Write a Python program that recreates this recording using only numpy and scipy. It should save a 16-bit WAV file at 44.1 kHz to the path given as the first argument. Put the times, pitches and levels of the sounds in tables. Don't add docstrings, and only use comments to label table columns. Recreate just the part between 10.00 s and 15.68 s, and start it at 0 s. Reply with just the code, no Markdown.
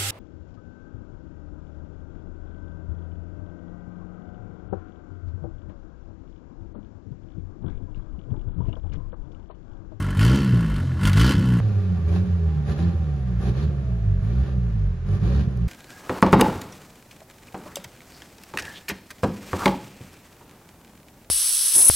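import sys
import numpy as np
from scipy import signal
from scipy.fft import rfft, irfft, next_fast_len
from scipy.io import wavfile
from scipy.ndimage import uniform_filter1d

SR = 44100
rng = np.random.default_rng(int(sys.argv[2]) if len(sys.argv) > 2 else 0)


def wav_out(sig):
    wavfile.write(sys.argv[1], SR, np.round(np.clip(np.atleast_2d(sig).T, -1, 1) * 32767).astype(np.int16))


def nominal_scale(level):
    x = np.asarray(level, float) / 20
    return 10 ** x


N = 250488
CUT_S = 1.602

# (frequency [Hz], level [dB per Hz])
GARAGE_WHIRR = [(140, -30), (230, 7.5), (492, -10), (1470, -24.5), (2330, -42.5), (3040, -29), (3770, -24),
                (12000, -42), (15600, -70.5), (22000, -120)]
# (frequency [Hz], level [dB per Hz])
CABIN_WHIRR = [(140, -39), (230, -3), (266, -14.5), (417, -7), (826, -18.5), (1710, -18), (2000, -23.5),
               (5620, -37), (7400, -40), (9620, -77.5), (16300, -120)]
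GARAGE_WHIRR_DB, CABIN_WHIRR_DB = -38, -48.5

# (time [s], peak [dB], pitch [Hz])
KEY_TICKS = [
    (4.795, -48, 4500),
    (5.089, -47, 5070),
    (5.570, -50, 10000),
    (5.576, -41, 21000),
    (5.574, -44.5, 5500),
]
# (time [s], pitch [Hz], level [dB])
PUMP_WHINES = [
    [(2.45, 805, -49), (2.7, 795.3, -48), (2.9, 785, -45), (3.1, 751, -50.5), (3.3, 728, -51)],
    [(3.7, 706, -48), (3.9, 647, -48), (4.05, 677, -53), (4.25, 627, -52)],
]

# (frequency [Hz], level [dB per Hz])
TAIL_HISS = [(350, -38), (600, -1.5), (768, -10.5), (1040, 3.5), (1180, -1), (1430, 3.5), (2040, -2),
             (2270, -10.5), (2990, -7), (3730, -19), (4400, -14.5), (5630, -20), (9490, -22), (15100, -33),
             (16000, -44.5)]
# (frequency [Hz], level [dB per Hz])
CABIN_HISS = [(350, -37), (600, -27), (633, -10), (785, -10), (961, -14), (1190, -10.5), (1290, -14),
              (1740, -11), (2020, -15), (3900, -19.5), (7150, -28.5), (7960, -53.5), (9240, -32),
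              (11500, -38), (15000, -61)]
# (frequency [Hz], width [Hz], level [dB])
PIPE = [(261, 79, -3), (348, 37, -1.5), (434.6, 31, -1.5), (532, 30, -3)]
# (frequency [Hz], width [Hz], level [dB])
TIP = [(1180, 30, -14), (1374, 133, 31), (1760, 77, -20.5), (1876, 180, 15.5), (3160, 220, 17.5),
       (4350, 400, -38)]
# (frequency [Hz], width [Hz], level [dB])
PANELS = [(278, 20, -7.5), (325.4, 28, -4), (359.4, 13.5, 1), (405.7, 5.2, 10), (440, 37, -1),
          (568, 56, 0.5)]
# (frequency [Hz], width [Hz], level [dB])
DASH = [(730, 430, -8.5), (1205, 35, 8.5), (1320, 110, -7.5), (2010, 150, 0), (2550, 25, -13)]
# (time [s], peak [dB])
CRACKS = [
    (0.1726, -25.5),
    (0.1932, -16.5),
    (0.7636, -28.5),
    (0.8509, -45),
    (1.0098, -34),
    (1.034, -24),
    (1.053, -12.5),
    (1.1318, -15),
    (1.1724, -13),
]

# (frequency [Hz], side minus mid [dB])
CABIN_SIDE = [(60, -26.5), (125, -13), (250, -7.5), (500, -9), (1500, -2.5), (8000, -0.5)]
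# (frequency [Hz], level [dB])
CABIN_MICROPHONE = [(30, 0), (7550, 0), (7650, -45), (8800, -45), (8950, 0), (13000, 0), (13800, -30)]

# (time [s], firing rate [Hz])
TAIL_REVS = [(0.0, 49.1), (0.154, 46.45), (0.4, 68.91), (0.86, 42.82), (0.976, 40.92), (1.068, 51.2),
             (1.118, 45.97), (1.354, 69.25), (1.6, 56.5)]
# (time [s], firing rate [Hz])
CABIN_REVS = [(1.61, 109.2), (2.055, 80.46), (2.25, 92.8), (2.63, 71.1), (2.705, 74.7), (2.75, 72.75),
              (2.88, 87), (3.385, 55.8), (3.46, 65), (3.52, 58.45), (3.66, 75.05), (4.175, 45.02),
              (4.47, 67.46), (5.0, 39.8), (5.12, 49.6), (5.175, 45.8), (5.42, 70.4), (5.68, 55.73)]
CLIMB_BEND = 1.3

# (time [s], held [s], first load [0-1], last load [0-1])
TAIL_PEDAL = [
    (-0.05, 0.15, 0.19, 0),
    (0.156, 0.22, 0.81, 0.33),
    (0.994, 0.09, 0.78, 1),
    (1.111, 0.04, 0.6, 0.45),
    (1.146, 0.16, 0.89, 0.71),
]
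# (time [s], held [s], first load [0-1], last load [0-1])
CABIN_PEDAL = [
    (2.054, 0.11, 0.46, 0.7),
    (2.642, 0.076, 0.74, 0.9),
    (2.748, 0.15, 0.82, 0.3),
    (3.385, 0.11, 0.82, 1.03),
    (3.528, 0.11, 0.9, 0.69),
    (4.202, 0.29, 0.41, 0.49),
    (5.048, 0.11, 0.51, 0.95),
    (5.192, 0.22, 0.95, 0.95),
]
TAIL_PRESS_S, TAIL_LIFT_S = 0.064, 0.06
CABIN_PRESS_S, CABIN_LIFT_S = 0.043, 0.064
STUMBLE_S, GULP_S = 0.09, 0.12

# (time [s], held [s], first strength [0-1], last
TAIL_BURN = [
    (0.14, 0.206, 0.48, 0.5),
    (0.987, 0.12, 0.52, 0.65),
    (1.124, 0.16, 0.55, 0.6),
]
# (time [s], held [s], first strength [0-1], last strength [0-1])
CABIN_BURN = [
    (2.07, 0.15, 0.62, 0.74),
    (2.66, 0.056, 0.55, 0.52),
    (2.771, 0.11, 0.58, 0.78),
    (3.39, 0.105, 0.4, 0.64),
    (3.541, 0.15, 0.46, 0.49),
    (4.19, 0.22, 0.36, 0.6),
    (5.05, 0.091, 0.44, 0.47),
    (5.186, 0.22, 0.47, 0.74),
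]
CATCH_S, FADE_S = 0.041, 0.065
# (time [s], held [s], first depth [0-1], last depth [0-1])
FUEL_LULLS = [
    (0.8, 0.17, 0.57, 0.5),
    (4.86, 0.17, 0.35, 0.7),
]
LULL_LOAD, LULL_DB = 0.96, -6.5

# (frequency [Hz], pumping on shut throttle [dB], burning at full load [dB])
TAIL_BOOM = [(43.2, -42, -44), (51.7, -21, -10.5), (57.6, -28.5, -12.5), (79, -25.5, -19),
             (112.5, -31, -14), (119.2, -18.5, -10.5), (141, -30, -19.5), (176.7, -22.5, -15),
             (248, -25.5, -16), (270, -64, -28.5)]
# (frequency [Hz], pumping on shut throttle [dB], burning at full load [dB])
CABIN_BOOM = [(39, -31.5, -21), (48, -20, -17), (65, -29, -16.5), (81.2, -24, -15.5), (97, -21.5, -11.5),
              (111, -24.5, -15.5), (149, -24.5, -17.5), (160.3, -32, -16.5), (177, -25, -21.5),
              (225, -43, -29.5), (280, -60.5, -38), (400, -82, -48.5)]
TAIL_ORDERS_DB = [-1.2, 1.73, -0.9, -10.5]
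CABIN_ORDERS_DB = [0.55, -3.5, -6, -11]
BURN_ORDERS_DB = [-1, 1, 0.55, 4]
# (frequency [Hz], -1 opposed to 1 together)
TAIL_CLASH = [(60, -1), (130, -0.9), (165, -0.2), (200, 0.5)]
# (frequency [Hz], -1 opposed to 1 together)
CABIN_CLASH = [(60, -1), (100, -1), (140, -0.5), (170, 0.5)]
NOTE_WANDER_DB = 0.7

# (coasting at 60 Hz [dB], speed [dB per Hz], full load [dB], stumble after a lift [dB], snap open [dB])
TAIL_LAWS = [(-31, 0.8, 2.5, -12.5, 10.2), (-31.5, 0.25, -13, 29.5, 6), (-39.5, 0.07, 11, 2, 0.5),
             (-52, 0.58, 21.5, 2, 1.5), (-55, 0.27, 15.5, -3.5, 8)]
# (coasting at 60 Hz [dB], speed [dB per Hz], full load [dB], stumble after a lift [dB], snap open [dB])
CABIN_LAWS = [(-48.5, 0.17, 10.5, 4.9, 1.7), (-36, 0.01, 10, 17, 0.1), (-56.5, 0.14, 9.5, 0.1, 5.4),
              (-70.5, 0.17, 13.5, 0.1, 0.1), (-76.5, 0.099, 3.5, 0.1, 14)]


def unit(x):
    return x / np.sqrt(np.mean(x ** 2))


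def read(table):
    s, *columns = np.transpose(table)
    return [np.interp(np.arange(N) / SR, s, column) for column in columns]


def colour(x, points):
    hz, db = np.transpose(points)
    size = next_fast_len(N + SR)
    log_hz = np.log(np.arange(size // 2 + 1) * SR / size + 1)
    gain = nominal_scale(np.interp(log_hz, np.log(hz), db, left=-90, right=-90))
    return irfft(rfft(x, size) * gain, size)[:N]


def ring(x, modes):
    out = 0
    for k, (hz, width_hz, db) in enumerate(modes):
        b, a = signal.iirpeak(hz, hz / max(width_hz, 5), SR)
        out = out + (-1) ** k * nominal_scale(db) * signal.lfilter(b, a, x)
    return out


def flicker(rate):
    hold = int(SR / rate)
    steps = np.repeat(rng.standard_normal(N // hold + 1), hold)
    return 1.03 * uniform_filter1d(steps, hold)[:N]


def lagging(x, lag_s):
    keep = np.exp(-1 / (lag_s * SR))
    return signal.lfilter([1 - keep], [1, -keep], x)


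def echoes(x, t60_s, wet_db):
    t = np.arange(int(0.5 * SR)) / SR
    tail = rng.standard_normal(len(t)) * np.exp(-np.log(1000) * t / t60_s) * (t > 0.002)
    tail = tail / np.linalg.norm(tail)
    return x + nominal_scale(wet_db) * signal.fftconvolve(x, tail)[:N]


def bursts(events, decay_s):
    start = np.zeros(N)
    for s, db, *_ in events:
        start[int(s * SR)] = nominal_scale(db)
    envelope = signal.lfilter([1], [1, -np.exp(-1 / (decay_s * SR))], start)
    return envelope * rng.standard_normal(N)


def split(x, edges_hz, levels_db):
    low, under = (signal.sosfiltfilt(signal.butter(2, hz, fs=SR, output="sos"), x) for hz in edges_hz)
    parts = (low, under - low, x - under)
    return [nominal_scale(db) * unit(part) for db, part in zip(levels_db, parts)]


def whirr(points, db):
    return nominal_scale(db + flicker(15)) * unit(colour(rng.standard_normal(N), points))


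def keys():
    return sum(ring(bursts([key], 0.00062), [(key[2], 1800, 9)]) for key in KEY_TICKS)


def whine():
    out = np.zeros(N)
    t = np.arange(N) / SR
    for table in PUMP_WHINES:
        hz, db = read(table)
        begin_s, end_s = table[0][0], table[-1][0]
        on = np.clip(np.minimum(t - begin_s, end_s - t) / 0.017, 0, 1)
        level = on * nominal_scale(db - 3 + 2 * flicker(25))
        out += level * np.sin(2 * np.pi * np.cumsum(hz + 10 * flicker(40)) / SR)
    return out


def revs(table):
    s, hz = np.transpose(table)
    place = np.interp(np.arange(N) / SR, s, np.arange(len(s)) * (1 - 1e-9))
    k = place.astype(int)
    part, step = place - k, np.diff(hz)[k]
    climb = np.sin(np.pi / 2 * part) ** CLIMB_BEND
    return hz[k] + step * np.where(step > 0, climb, part)


def strokes(rows, rise_s, fall_s):
    t = np.arange(N) / SR
    out = 0
    for s, held, first, last in rows:
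        corners_s = np.cumsum([s, rise_s, max(held - rise_s, 1e-3), fall_s])
        out = out + np.interp(t, corners_s, [0, first, last, 0])
    return out


def firing(hz, start):
    turns = start + np.cumsum(hz) / SR
    return turns, rng.standard_normal((1000, 2))[turns.astype(int)].T


def kicks(turns, luck, scatter_db, hz):
    clicks = np.diff(np.floor(turns), prepend=np.floor(turns[0]))
    return clicks * nominal_scale(scatter_db * luck) / np.sqrt(hz)


def gas(turns, luck, hiss, puff, steady, scatter_db):
    late = turns % 1 - np.clip(0.11 + 0.08 * luck[0], 0, 0.4)
    puffs = (late > 0) * np.exp(-late / puff) * nominal_scale(scatter_db * luck[1])
    gate = steady * nominal_scale(2.0 * flicker(150)) + puffs
    return colour(gate * rng.standard_normal(N), hiss)


def roar(turns, luck, bay_db, intake_db, air_db):
    flow = gas(turns, luck, CABIN_HISS, puff=0.76, steady=1.0, scatter_db=0.5)
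    flow = unit(flow) + nominal_scale(-4.5) * unit(ring(flow, DASH))
    flow = echoes(flow, t60_s=0.23, wet_db=-4)
    intake = rng.standard_normal(N) * nominal_scale(3.7 * flicker(40))
    intake = ring(intake, [(3870, 1300, 0.2), (4640, 400, 0.0082)])
    intake = nominal_scale(1.6 * (intake_db + 56) - 56) * unit(intake)
    flow = sum(split(flow, (2400, 8000), (bay_db, intake_db + 0.5, air_db)))
    return flow + intake + whirr(CABIN_WHIRR, CABIN_WHIRR_DB - 3.5)


def buzz(turns, luck, hz):
    rattle = rng.standard_normal(N) * nominal_scale(1.4 * flicker(25))
    shake = unit(kicks(turns, luck, 4.0, hz)) * nominal_scale(-7.5) + rattle
    return unit(colour(ring(shake, PANELS), [(200, -31.5), (250, 10.5), (650, -4.0), (900, -17)]))


def cracks():
    snaps = nominal_scale(2) * bursts(CRACKS, 0.0032)
    snaps = ring(snaps, [(1716, 1400, -0.5), (4370, 2800, -6), (8500, 4000, -13.5)])
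    return echoes(snaps, t60_s=0.15, wet_db=-5.5)


def rasp(turns, luck, levels_db):
    puffs = gas(turns, luck, TAIL_HISS, puff=0.23, steady=0.31, scatter_db=0.0)
    puffs = unit(puffs) + nominal_scale(-2) * unit(ring(puffs, TIP))
    puffs = echoes(puffs, t60_s=0.1, wet_db=-3.5)
    spits = gas(turns, luck, TAIL_HISS, puff=0.38, steady=0.2, scatter_db=3)
    low, middle, _ = split(puffs, (3400, 5800), levels_db)
    jet = split(spits, (3400, 5800), levels_db)[2]
    return low + middle + jet


def overtones(turns, luck, hz):
    struck = ring(kicks(turns, luck, 2.5, hz), PIPE)
    blown = ring(rng.standard_normal(N), PIPE)
    upper = unit(struck) + nominal_scale(-5.5) * unit(blown)
    return unit(colour(upper, [(180, -10), (240, 10), (600, -13), (900, 8.5)]))


def drone(turns, luck, hz, levels_db, uneven_db, drift):
    clean = 0
    for k, db in enumerate(levels_db):
        phase = 2 * np.pi * (k + 1) * turns + k * k + drift * flicker(3)
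        clean = clean + np.sqrt(2) * nominal_scale(db + 2.0 * flicker(20)) * np.cos(phase)
    lumps = kicks(turns, luck, 0, hz) * luck
    lumps = colour(lumps, [(44, -23.5), (56, -7), (120, -3.5), (215, -9.0), (250, -40.5)])
    return clean + nominal_scale(uneven_db) * unit(lumps)


def engine(speed, pedal, press_s, lift_s, boom, orders_db, laws, clash, burns):
    hz = revs(speed)
    load = strokes(pedal, press_s, lift_s)
    burn = strokes(burns, CATCH_S, FADE_S)
    stumble = np.clip(lagging(load, STUMBLE_S) - load, 0, 1)
    gulp = np.clip(load - lagging(load, GULP_S), 0, 1)
    lull = strokes(FUEL_LULLS, CATCH_S, CATCH_S)
    load = load - LULL_LOAD * lull
    full_burns = [(s, held, 1, 1) for s, held, *_ in burns]
    shut = np.clip(1 - strokes(full_burns, CATCH_S, FADE_S), 0, 1)

    boom_hz, pump_db, burn_db = np.transpose(boom)
    clash_hz, together = np.transpose(clash)
    notes_db = []
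    for k, order_db in enumerate(orders_db, 1):
        log_hz = np.log(k * hz)
        pumping = shut * nominal_scale(np.interp(log_hz, np.log(boom_hz), pump_db))
        burning = burn * nominal_scale(np.interp(log_hz, np.log(boom_hz), burn_db + BURN_ORDERS_DB[k - 1]))
        angle = np.arccos(np.clip(np.interp(k * hz, clash_hz, together), -1, 1))
        note = np.abs(pumping + burning * np.exp(1j * angle))
        wander_db = NOTE_WANDER_DB * flicker(9)
        notes_db.append(order_db + LULL_DB * lull + wander_db + 20 * np.log10(note + 1e-3))

    layers_db = []
    for db, slope, push, trip, snap in laws:
        layers_db.append(db + slope * (hz - 60) + push * load + trip * stumble + snap * gulp)
    return hz, notes_db, layers_db


def cabin():
    hz, notes_db, layers_db = engine(CABIN_REVS, CABIN_PEDAL, CABIN_PRESS_S, CABIN_LIFT_S, CABIN_BOOM,
                                     CABIN_ORDERS_DB, CABIN_LAWS, CABIN_CLASH, CABIN_BURN)
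    buzz_db, uneven_db, *gas_db = layers_db
    turns, luck = firing(hz, 0.256)
    boom = drone(turns, luck[0], hz, notes_db, uneven_db, drift=0.7)
    boom = echoes(boom, t60_s=0.65, wet_db=-13)
    mid, side = (nominal_scale(buzz_db) * buzz(turns, luck[0], hz) + roar(turns, luck, *gas_db) for _ in range(2))
    width = [(30, CABIN_SIDE[0][1])] + list(CABIN_SIDE) + [(16000, CABIN_SIDE[-1][1])]
    side = colour(side - np.roll(boom, int(0.00086 * SR)), width)
    mid = mid + boom + whine() + keys()
    return np.array([colour(mid + side, CABIN_MICROPHONE), colour(mid - side, CABIN_MICROPHONE)])


def behind():
    hz, notes_db, layers_db = engine(TAIL_REVS, TAIL_PEDAL, TAIL_PRESS_S, TAIL_LIFT_S, TAIL_BOOM,
                                     TAIL_ORDERS_DB, TAIL_LAWS, TAIL_CLASH, TAIL_BURN)
    upper_db, uneven_db, *gas_db = layers_db
    turns, luck = firing(hz, 0.28)
    upper = nominal_scale(upper_db) * overtones(turns, luck[0], hz)
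    boom = drone(turns, luck[0], hz, notes_db, uneven_db, drift=1.0)
    puffs = rasp(turns + 0.67, luck, gas_db)
    return boom + upper + puffs + cracks() + whirr(GARAGE_WHIRR, GARAGE_WHIRR_DB - 2.0)


def scene():
    inside = np.clip((np.arange(N) / SR - CUT_S) / 0.00028, 0, 1)
    return (1 - inside) * behind() + inside * cabin()


def roll_off(x):
    return signal.sosfilt(signal.butter(12, 16480, fs=SR, output="sos"), x)


def record(dry):
    x = signal.sosfilt(signal.butter(5, 45, "high", fs=SR, output="sos"), dry)
    x = signal.sosfilt(signal.ellip(8, 0.2, 60, 15900, fs=SR, output="sos"), x)
    close = np.clip((N - 1 - np.arange(N)) / (0.004 * SR), 0, 1)
    mix = close * 0.58 * np.tanh(x / 0.57)
    return roll_off(mix)


dry = scene()
out = record(dry)
wav_out(out)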